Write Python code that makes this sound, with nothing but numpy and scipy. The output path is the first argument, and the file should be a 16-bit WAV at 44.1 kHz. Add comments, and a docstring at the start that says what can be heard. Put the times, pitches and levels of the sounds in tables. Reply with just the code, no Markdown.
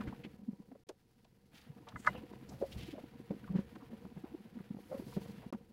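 """Hands in a flour mixture

Two hands scoop, rub and sift a crumbly flour mixture in a steel pan, close by in a quiet kitchen.
Palms and clumps thud as sinking sine swings on the pan bottom, which rubbing keeps humming.
Crumbs rustle as coloured grains, lumps crunch as noise bursts, and sweeps hiss along the metal.
The pan knocks twice as ringing modes and a fingertip squeaks; the sound drops out for two short moments."""
import sys
import numpy as np
from scipy import signal
from scipy.fft import rfft, irfft
from scipy.io import wavfile
from scipy.ndimage import uniform_filter1d

SR = 44100
rng = np.random.default_rng(int(sys.argv[2]) if len(sys.argv) > 2 else 0)


def generate_wav(sig):
    """Save sig (samples, or channels by samples) to the path in sys.argv[1] as 16-bit PCM at SR."""
    pcm = np.round(np.clip(np.atleast_2d(sig).T, -1, 1) * 32767).astype(np.int16)
    wavfile.write(sys.argv[1], SR, pcm)


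N = 252516
TIME = np.arange(N) / SR


def undb(db):
    """Decibels to gain."""
    return 10 ** (np.asarray(db) / 20)


def unit(x):
    """Scale to rms 1."""
    return x / np.sqrt(np.mean(x ** 2))


def noise():
    """White noise over the whole scene."""
    return rng.standard_normal(N)


def add(track, s, sound):
    """Mix a sound in, starting at s seconds; what lies outside the scene is cut off."""
    start = int(s * SR)
    part = sound[max(-start, 0):N - start]
    first = max(start, 0)
    track[first:first + len(part)] += part


def curve(points):
    """A control that runs in straight lines through (time [s], value) points."""
    return np.interp(TIME, *np.transpose(points))


def walk(rate):
    """Random control with straight lines between normal values, rate of them per second."""
    knots = rng.standard_normal(4096)
    return np.interp(TIME * rate, np.arange(len(knots)), knots)


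def resonate(x, hz, width_hz):
    """Two-pole resonance, gain 1 at the centre."""
    hz = min(hz, .4 * SR)
    b, a = signal.iirpeak(hz, hz / min(width_hz, SR / 4), fs=SR)
    return signal.lfilter(b, a, x)


def band(x, hz, width_hz):
    """A resonance applied twice: steep sides."""
    return resonate(resonate(x, hz, width_hz), hz, width_hz)


def colour(x, points):
    """Shape a spectrum by (frequency [Hz], level [dB]) points, falling 10 dB/octave outside, at rms 1."""
    hz, db = np.transpose(points)
    bins = np.maximum(np.fft.rfftfreq(N, 1 / SR), 1)
    octaves_below = np.maximum(np.log2(hz[0] / bins), 0)
    octaves_above = np.maximum(np.log2(bins / hz[-1]), 0)
    shape_db = np.interp(np.log(bins), np.log(hz), db) - 10 * (octaves_below + octaves_above)
    return unit(irfft(rfft(x) * undb(shape_db), N))


def grains(per_s, spread_db):
    """Random tiny impacts, most faint and a few strong, at rms 1."""
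    sizes = undb(spread_db * np.minimum(rng.exponential(size=N), 5))
    hits = rng.random(N) < per_s / SR
    return unit(hits * sizes * rng.choice([-1, 1], N))


# Hand pressure on the pan bottom, which guides the rubbing and the small clumps:
# (time [s], reference level [dB])
PRESSURE = [(0, -47.5), (.24, -54), (.4, -61.5), (.75, -64.5), (1.0, -74), (1.48, -69), (1.7, -60.5),
            (2.02, -60.5), (2.12, -52.5), (2.4, -56.5), (2.96, -58), (3.1, -58.5), (3.55, -57.5),
            (3.85, -56), (4.85, -60.5), (5.1, -51), (5.55, -57), (5.73, -63.5)]


def small_clumps(per_s=17, above_pressure_db=8, spread_db=3, clump_hz=222, spread_octaves=0.173,
                 length_s=.011, crackle_db=-19):
    """Small clumps drop at uneven intervals, harder as the hands press harder; rows as in THUDS."""
    chance = rng.standard_normal((256, 3))
    times = (np.arange(len(chance)) + .5 * chance[:, 0]) / per_s
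    pressure_db = np.interp(times, *np.transpose(PRESSURE))
    db = pressure_db + above_pressure_db + spread_db * np.clip(chance[:, 1], -2, 1)
    hz = clump_hz * 2 ** (spread_octaves * chance[:, 2])
    return [(s, level, pitch, length_s, crackle_db)
            for s, level, pitch in zip(times, db, hz) if 0 < s < TIME[-1]]


# Palms and big clumps on the pan bottom; length and crackle are scaled further in thuds():
# (peak time [s], swing envelope peak [dB], pitch at the peak [Hz], nominal length [s], nominal crackle [dB])
THUDS = [(0.007, -34.5, 228, 0.015, -16), (.05, -43, 209.5, 0.025, -27), (.098, -37.5, 199, 0.0057, -15),
         (0.195, -55, 214.4, 0.051, -39), (0.251, -39.5, 243.5, .005, -14), (.343, -44, 202, 0.0053, -26),
         (0.396, -48, 228, .015, -39), (.436, -46.5, 205, 0.011, -26), (.491, -30, 228, .012, -50),
         (0.534, -39.5, 192, 0.0082, -48), (0.604, -44, 190.7, 0.0097, -41),
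         (0.726, -46.5, 260, 0.018, -33), (0.899, -50, 323.6, 0.0099, -3.5),
         (1.705, -41.5, 144.6, 0.015, -36), (1.785, -50, 217.3, .012, -6.5),
         (2.094, -43.5, 142.3, 0.013, 0), (2.154, -39.5, 210.4, 0.0086, -5),
         (2.337, -39, 219, 0.0032, -6.5), (2.528, -49.5, 188.5, 0.048, -5.5), (2.626, -24, 452, 0.002, -19),
         (2.766, -35.5, 170, 0.0048, -28), (2.814, -39, 131, 0.0096, -22), (2.836, -38, 145, 0.0066, -23),
         (2.89, -40.5, 310, 0.0099, -26), (2.939, -38.5, 278, .012, -28),
         (3.042, -41.5, 255.3, 0.0076, -13), (3.202, -41, 232, 0.005, -29), (3.31, -28, 193.4, 0.007, -21),
         (3.511, -32.5, 172.7, 0.016, -28), (3.558, -25, 180, 0.02, -26.5),
         (3.592, -25.5, 197, 0.0088, -20), (3.761, -48.5, 213.7, 0.011, -7),
         (3.934, -41, 227.6, 0.031, -21.5), (4.053, -39, 202.4, 0.0065, -14),
         (4.177, -41, 157.5, .014, -12.5), (4.244, -36.5, 280.4, 0.0061, -18),
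         (4.349, -38.5, 306, 0.011, -18), (4.461, -45.5, 210.4, 0.015, -18), (4.573, -40, 227, 0.018, -22),
         (4.608, -40.5, 177.3, 0.0088, -17), (4.711, -31.5, 200, .007, -42),
         (4.748, -38.5, 226, 0.0067, -21), (4.77, -42, 189.3, 0.0078, -15),
         (4.953, -37.5, 235, 0.0087, -18), (5.0, -37.5, 244.8, 0.0089, -12.5),
         (5.025, -44.5, 347, 0.0057, -13), (5.174, -27.5, 180.1, 0.0092, -46),
         (5.261, -43.5, 147, 0.013, -13), (5.344, -43.5, 207.5, 0.0051, -23),
         (5.467, -38, 201, 0.0055, -39), (5.529, -33.5, 272, 0.0052, -4.5),
         (5.55, -35.5, 221.5, 0.014, -18)]
# Spectrum of the crumbs, heard in the thuds' grit and in the rustle: (frequency [Hz], relative level [dB])
CRUMB_COLOUR = [(500, -3), (750, 6), (1000, -4.5), (1200, 2), (1420, 2.5), (1900, 3), (2400, 0.5),
                (2850, -0.5), (3400, -3), (4800, -11.5), (6000, -37), (8000, -31), (12000, -17)]


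def thuds(rise=0.61, fall=0.5, sag=0.065, smear_db=-13, overtone_db=-4, grit_db=-31):
    """Soft pushes swing the bottom for a few cycles; the flour smothers it and crackles under the push."""
    swing, blur_level, overtone_level, grit_level = np.zeros((4, N))
    t = np.arange(-SR // 20, SR // 8) / SR  # zero at the peak
    # a clump lands in many pieces, which blurs the pitch
    blur = unit(band(noise(), 267, 260))
    overtones = unit(band(noise(), 680, 560))
    grit = colour(grains(6000, 2.4), CRUMB_COLOUR)
    turns = rng.random(512)  # starting phases, in cycles
    for (s, db, hz, length, crackle_db), turn in zip(THUDS + small_clumps(), turns):
        side_s = length * np.where(t < 0, rise, fall)
        envelope = undb(db) * np.exp(-np.abs(t / side_s) ** 1.35)
        # the pitch sinks as the weight settles on the metal
        cycles = np.cumsum(hz * (1 - sag * np.tanh(t / length))) / SR
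        start = s + t[0]
        add(swing, start, envelope * np.sin(2 * np.pi * (cycles + turn)))
        add(blur_level, start, envelope * undb(crackle_db / 4))
        add(overtone_level, start, envelope * undb(crackle_db))
        add(grit_level, start, envelope * undb(crackle_db / 2))
    smear = undb(smear_db) * blur_level * blur
    rough = undb(overtone_db) * overtone_level * overtones
    return swing + smear + rough + undb(grit_db) * grit_level * grit


# Resonances of the loaded pan bottom: (frequency [Hz], width [Hz], relative gain [dB])
BOTTOM_MODES = [(70.5, 11, -14), (199.6, 22, 2), (374.5, 39, 10), (453, 63, 2.5), (543.7, 10, 10.5),
                (740, 32, -4.5), (854, 35, -16.5)]


def bottom_ring(push):
    """The loaded bottom answers a push with its own damped resonances."""
    return sum(undb(db) * resonate(push, hz, width) for hz, width, db in BOTTOM_MODES)


# Spectrum of the rubbing on the bottom: (frequency [Hz], relative level [dB])
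RUB_COLOUR = [(130, 3.5), (175, -4.5), (204, 7), (240, -2), (310, -1), (400, -20.5), (469, 2.5),
              (540, -14.5), (640, -28), (740, -6.5), (860, -23.5), (960, -7.5), (1300, -41.5)]
# Spectrum of the whole pan's rumble: (frequency [Hz], relative level [dB])
RUMBLE_COLOUR = [(22, -12), (35, -15.5), (52, -10), (70, 1.5), (90, -12), (120, 0.5), (160, -6.5)]
# The hands shove the whole pan, which rumbles: (peak time [s], length to 1/e each side [s], level [dB])
SHOVES = [(0.084, 0.011, -43.5), (1.958, 0.017, -46.5), (2.094, 0.016, -45), (2.539, 0.032, -50.5),
          (2.788, 0.069, -48.5), (3.536, 0.082, -51), (5.167, 0.011, -53)]


def rubbing(rub_db=-6, sing_db=-7, spill_db=4.7, rumble_db=-8):
    """Pressing hands rub the bottom and keep it humming; the pan rumbles under them, most when shoved."""
    pressure_db = curve(PRESSURE)
    rub_level = undb(pressure_db + rub_db + spill_db * walk(54))
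    rub = colour(grains(1000, 2.4), RUB_COLOUR) * rub_level
    hum = unit(bottom_ring(colour(noise(), RUB_COLOUR))) * undb(pressure_db + sing_db)
    shoves = sum(undb(db) * np.exp(-np.abs(TIME - s) / length) for s, length, db in SHOVES)
    rumble = colour(noise(), RUMBLE_COLOUR) * (undb(pressure_db + rumble_db) + shoves)
    return rub + hum + rumble


# Flow of crumbs through the fingers, which guides their rustle: (time [s], reference level [dB])
FLOW = [(0, -63.5), (.24, -68.5), (.42, -79.5), (1.0, -83.5), (1.51, -81.5), (1.55, -65), (1.8, -76.5),
        (2.12, -62), (2.4, -71), (2.85, -65.5), (3.1, -69), (3.3, -70.5), (3.57, -67.5), (3.95, -69.5),
        (4.84, -71), (5.0, -66.5), (5.4, -66), (5.73, -81.5)]
# Spectrum of the fine powder, heard in the rustle and the sweeps: (frequency [Hz], relative level [dB])
POWDER_COLOUR = [(2500, -11.5), (4500, -0.5), (6500, -6.5), (8500, -9), (11200, -5.5), (13500, -10),
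                 (16000, -7.5)]


def rustle(crumb_db=-1, spill_db=1.7, dust_db=-47, dust_growth=0.44):
    """Crumbs tick in little spills and carry some hissing powder with them."""
    flow_db = curve(FLOW)
    spills = undb(spill_db * walk(80))
    crumbs = colour(grains(2500, 2.5), CRUMB_COLOUR) * undb(flow_db + crumb_db)
    # the dust grows less steeply than the crumbs
    dust = colour(grains(8000, 2.5), POWDER_COLOUR) * undb(dust_db + dust_growth * flow_db)
    return (crumbs + dust) * spills


# Lumps crushed or dropped against the steel:
# (onset [s], burst peak [dB], centre [Hz], width of each filter pass [Hz], twice the envelope's rise [s])
CRUNCHES = [(.005, -41, 1060, 1100, 0.011), (0.071, -44.5, 1480, 1560, 0.015),
            (0.122, -45.5, 905, 398, 0.011), (0.235, -46, 2400, 1340, 0.015),
            (0.715, -50, 575, 400, 0.0048), (0.75, -49, 470, 270, 0.0062),
            (.888, -41.5, 3280, 5900, 0.0059), (.89, -39.5, 454, 267, .011), (1.244, -61, 740, 447, 0.011),
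            (1.245, -59.5, 3140, 3000, .005), (1.868, -44, 810, 500, 0.019), (1.92, -52, 1200, 700, .007),
            (1.885, -45.5, 3100, 2870, .006), (2.063, -40.5, 3860, 4630, 0.015),
            (2.14, -51, 2720, 600, 0.033), (2.144, -42, 440, 198, 0.016), (2.324, -54.5, 1160, 3000, 0.015),
            (2.489, -48.5, 5540, 3550, .009), (2.611, -31, 570, 165, 0.02), (2.719, -43, 2970, 2260, .012),
            (2.791, -47.5, 3000, 1710, .045), (2.925, -46.5, 590, 150, 0.03), (2.976, -39, 536, 260, 0.014),
            (3.304, -35.5, 296, 226, 0.018), (3.44, -50.5, 1480, 500, 0.0057),
            (3.475, -48.5, 1030, 500, 0.012), (3.521, -46.5, 347, 160, 0.047),
            (3.554, -47.5, 1570, 2120, 0.034), (3.753, -48.5, 1100, 1320, 0.0082),
            (3.8, -54, 1030, 500, .03), (4.235, -50.5, 640, 497, 0.034), (4.585, -56, 1420, 686, 0.0095),
            (4.786, -45.5, 457, 300, 0.0054), (4.909, -53.5, 1190, 1700, 0.065),
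            (4.91, -37, 505, 238, 0.027), (5.124, -47, 1010, 600, 0.0066), (5.163, -35, 378, 255, .014),
            (5.416, -48.5, 494, 600, 0.028), (5.525, -42, 4430, 11000, 0.0011),
            (5.528, -47, 1150, 1440, 0.0098)]


def crunches(tail_db=-22, tail_s=0.022):
    """A lump gives way in a short burst of uneven fractures, then its bits settle."""
    out, t = np.zeros(N), np.arange(SR // 5) / SR
    for s, db, hz, width, length in CRUNCHES:
        age = 2 * t / length
        envelope = age * np.exp(1 - age) + undb(tail_db) * np.exp(-t / tail_s)
        strength, fractures = rng.standard_normal((2, len(t)))
        uneven = fractures * np.exp(np.minimum(strength, 2))
        burst = band(envelope * uneven, hz, width)
        add(out, s, undb(db) * burst / np.abs(burst).max())
    return out


# Fingers sweep through the powder along the bare steel; both levels come before flicker and trims:
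# (peak time [s], swell [s], fade [s], hiss level [dB], swish centre [Hz], swish level [dB])
SWEEPS = [(1.555, 0.011, 0.064, -70, 3080, -62), (2.011, .035, 0.079, -73, 7450, -66.5),
          (2.5, 0.013, 0.098, -70, 5030, -83), (2.72, 0.12, 0.067, -68.5, 3100, -70.5),
          (2.82, 0.048, 0.15, -70.5, 2730, -60.5), (4.99, 0.2, 0.12, -72.5, 11200, -77.5),
          (5.2, 0.12, 0.18, -68.5, 2800, -68)]


def sweeps(swish_db=-1, swish_width=0.96, flicker_db=3.65, tick_db=-9):
    """Powder hisses along the steel, each sweep with its own swish, following the finger's speed."""
    hiss = colour(grains(14000, 2.4), POWDER_COLOUR)
    # now and then a hard grain strikes bare steel
    hiss = hiss + undb(tick_db) * colour(grains(90, 2.8), POWDER_COLOUR)
    sliding = grains(7000, 2.4)
    out = np.zeros(N)
    for s, swell, fade, hiss_db, hz, db in SWEEPS:
        speed = np.exp(-((TIME - s) / np.where(TIME < s, swell, fade)) ** 2)
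        swish = unit(band(sliding, hz, min(swish_width * hz, 3000)))
        out += speed * (undb(hiss_db) * hiss + undb(db + swish_db) * swish)
    return out * undb(flicker_db * walk(60))


# Hard contacts of the pan: (onset [s], peak [dB], ring time relative to the modes [ratio])
KNOCKS = [(1.959, -37, 0.84), (2.047, -44.5, 0.82), (2.0592, -39.5, 0.9), (2.0672, -28, 0.27),
          (2.0719, -15, 1.0)]
# What the pan wall rings with, before the blow's band shapes it:
# (frequency [Hz], relative level [dB], time to fall 60 dB at ring ratio 1 [s])
WALL_MODES = [(603, -11.5, 0.068), (996, -9.5, 0.078), (1263, 5.5, 0.022), (1458, -3, 0.039),
              (1680, 3.5, 0.018), (2034, -12.5, 0.12), (1985, -16, 0.053), (2250, -35, 0.019),
              (2820, -43, 0.25), (2887, -40, 0.46)]


def knocks(contact_s=0.0012, blow_hz=1400, blow_width_hz=2200):
    """Cushioned contacts ring the wall; the hands choke its modes below 2600 Hz after about 20 ms."""
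    out, t = np.zeros(N), np.arange(SR // 2) / SR
    choke = undb(np.interp(t, [.019, .025], [0, -20]))
    cushion = 1 - np.exp(-t / contact_s)
    for s, db, ring in KNOCKS:
        sound = np.zeros(len(t))
        for hz, mode_db, t60 in WALL_MODES:
            mode = undb(mode_db - 60 * t / (t60 * ring)) * np.sin(2 * np.pi * hz * t)
            sound += mode * choke if hz < 2600 else mode
        sound = band(sound * cushion, blow_hz, blow_width_hz)
        add(out, s, undb(db) * sound / np.abs(sound).max())
    return out


# A fingertip on the steel, before jitter and grip: (time [s], centre pitch [Hz], reference level [dB])
SQUEAK = [(4.89, 500, -60), (4.911, 520, -52), (4.917, 530, -39), (4.927, 545, -43), (4.933, 540, -40),
          (4.94, 550, -43), (4.95, 535, -39), (4.965, 550, -49), (5.01, 520, -58)]


def squeak(jitter=0.044, octave_db=-24, grip_db=-3, slip_db=3):
    """Floury skin sticks and slips unevenly on steel: a jittery tone with a faint octave."""
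    s, hz, db = np.transpose(SQUEAK)
    pitch = np.interp(TIME, s, hz) * (1 + jitter * walk(200))
    phase = 2 * np.pi * np.cumsum(pitch) / SR
    grip = undb(grip_db + slip_db * walk(220))
    level = undb(np.interp(TIME, s, db, left=-200, right=-200))
    tone = np.sqrt(2) * (np.sin(phase) + undb(octave_db) * np.sin(2 * phase))
    return grip * level * tone


# Spectrum of the quiet kitchen: (frequency [Hz], relative level [dB])
ROOM_COLOUR = [(25, 6.5), (70, 0.5), (130, 9.5), (204, -7), (330, -6), (469, -10.5), (700, -26),
               (1100, -29), (4000, -29), (15500, -44)]


def kitchen_hush(level_db=-74):
    """The kitchen's faint hush is steady noise, strongest in the bass."""
    return colour(noise(), ROOM_COLOUR) * undb(level_db)


def scene(ring_db=-6):
    """All the hand sounds, close by, over the kitchen's faint hush."""
    pushes = thuds()
    pan_bottom = pushes + undb(ring_db) * bottom_ring(pushes) + rubbing()
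    flour = rustle() + crunches() + sweeps()
    steel = knocks() + squeak()
    return (pan_bottom + flour + steel + kitchen_hush())[None]


# Moments when the sound drops out: (start [s], end [s])
GAPS = [(.836, .868), (5.505, 5.526)]


def record(dry, top_hz=15750):
    """The sound drops out twice with short ramps, and a steep low-pass cuts the top."""
    live = np.ones(N)
    for start, end in GAPS:
        live[(TIME > start) & (TIME < end)] = 0
    gated = dry * uniform_filter1d(live, size=64)
    low_pass = signal.ellip(10, .2, 70, top_hz, fs=SR, output="sos")
    return signal.sosfilt(low_pass, gated)


dry = scene()
out = record(dry)
generate_wav(out)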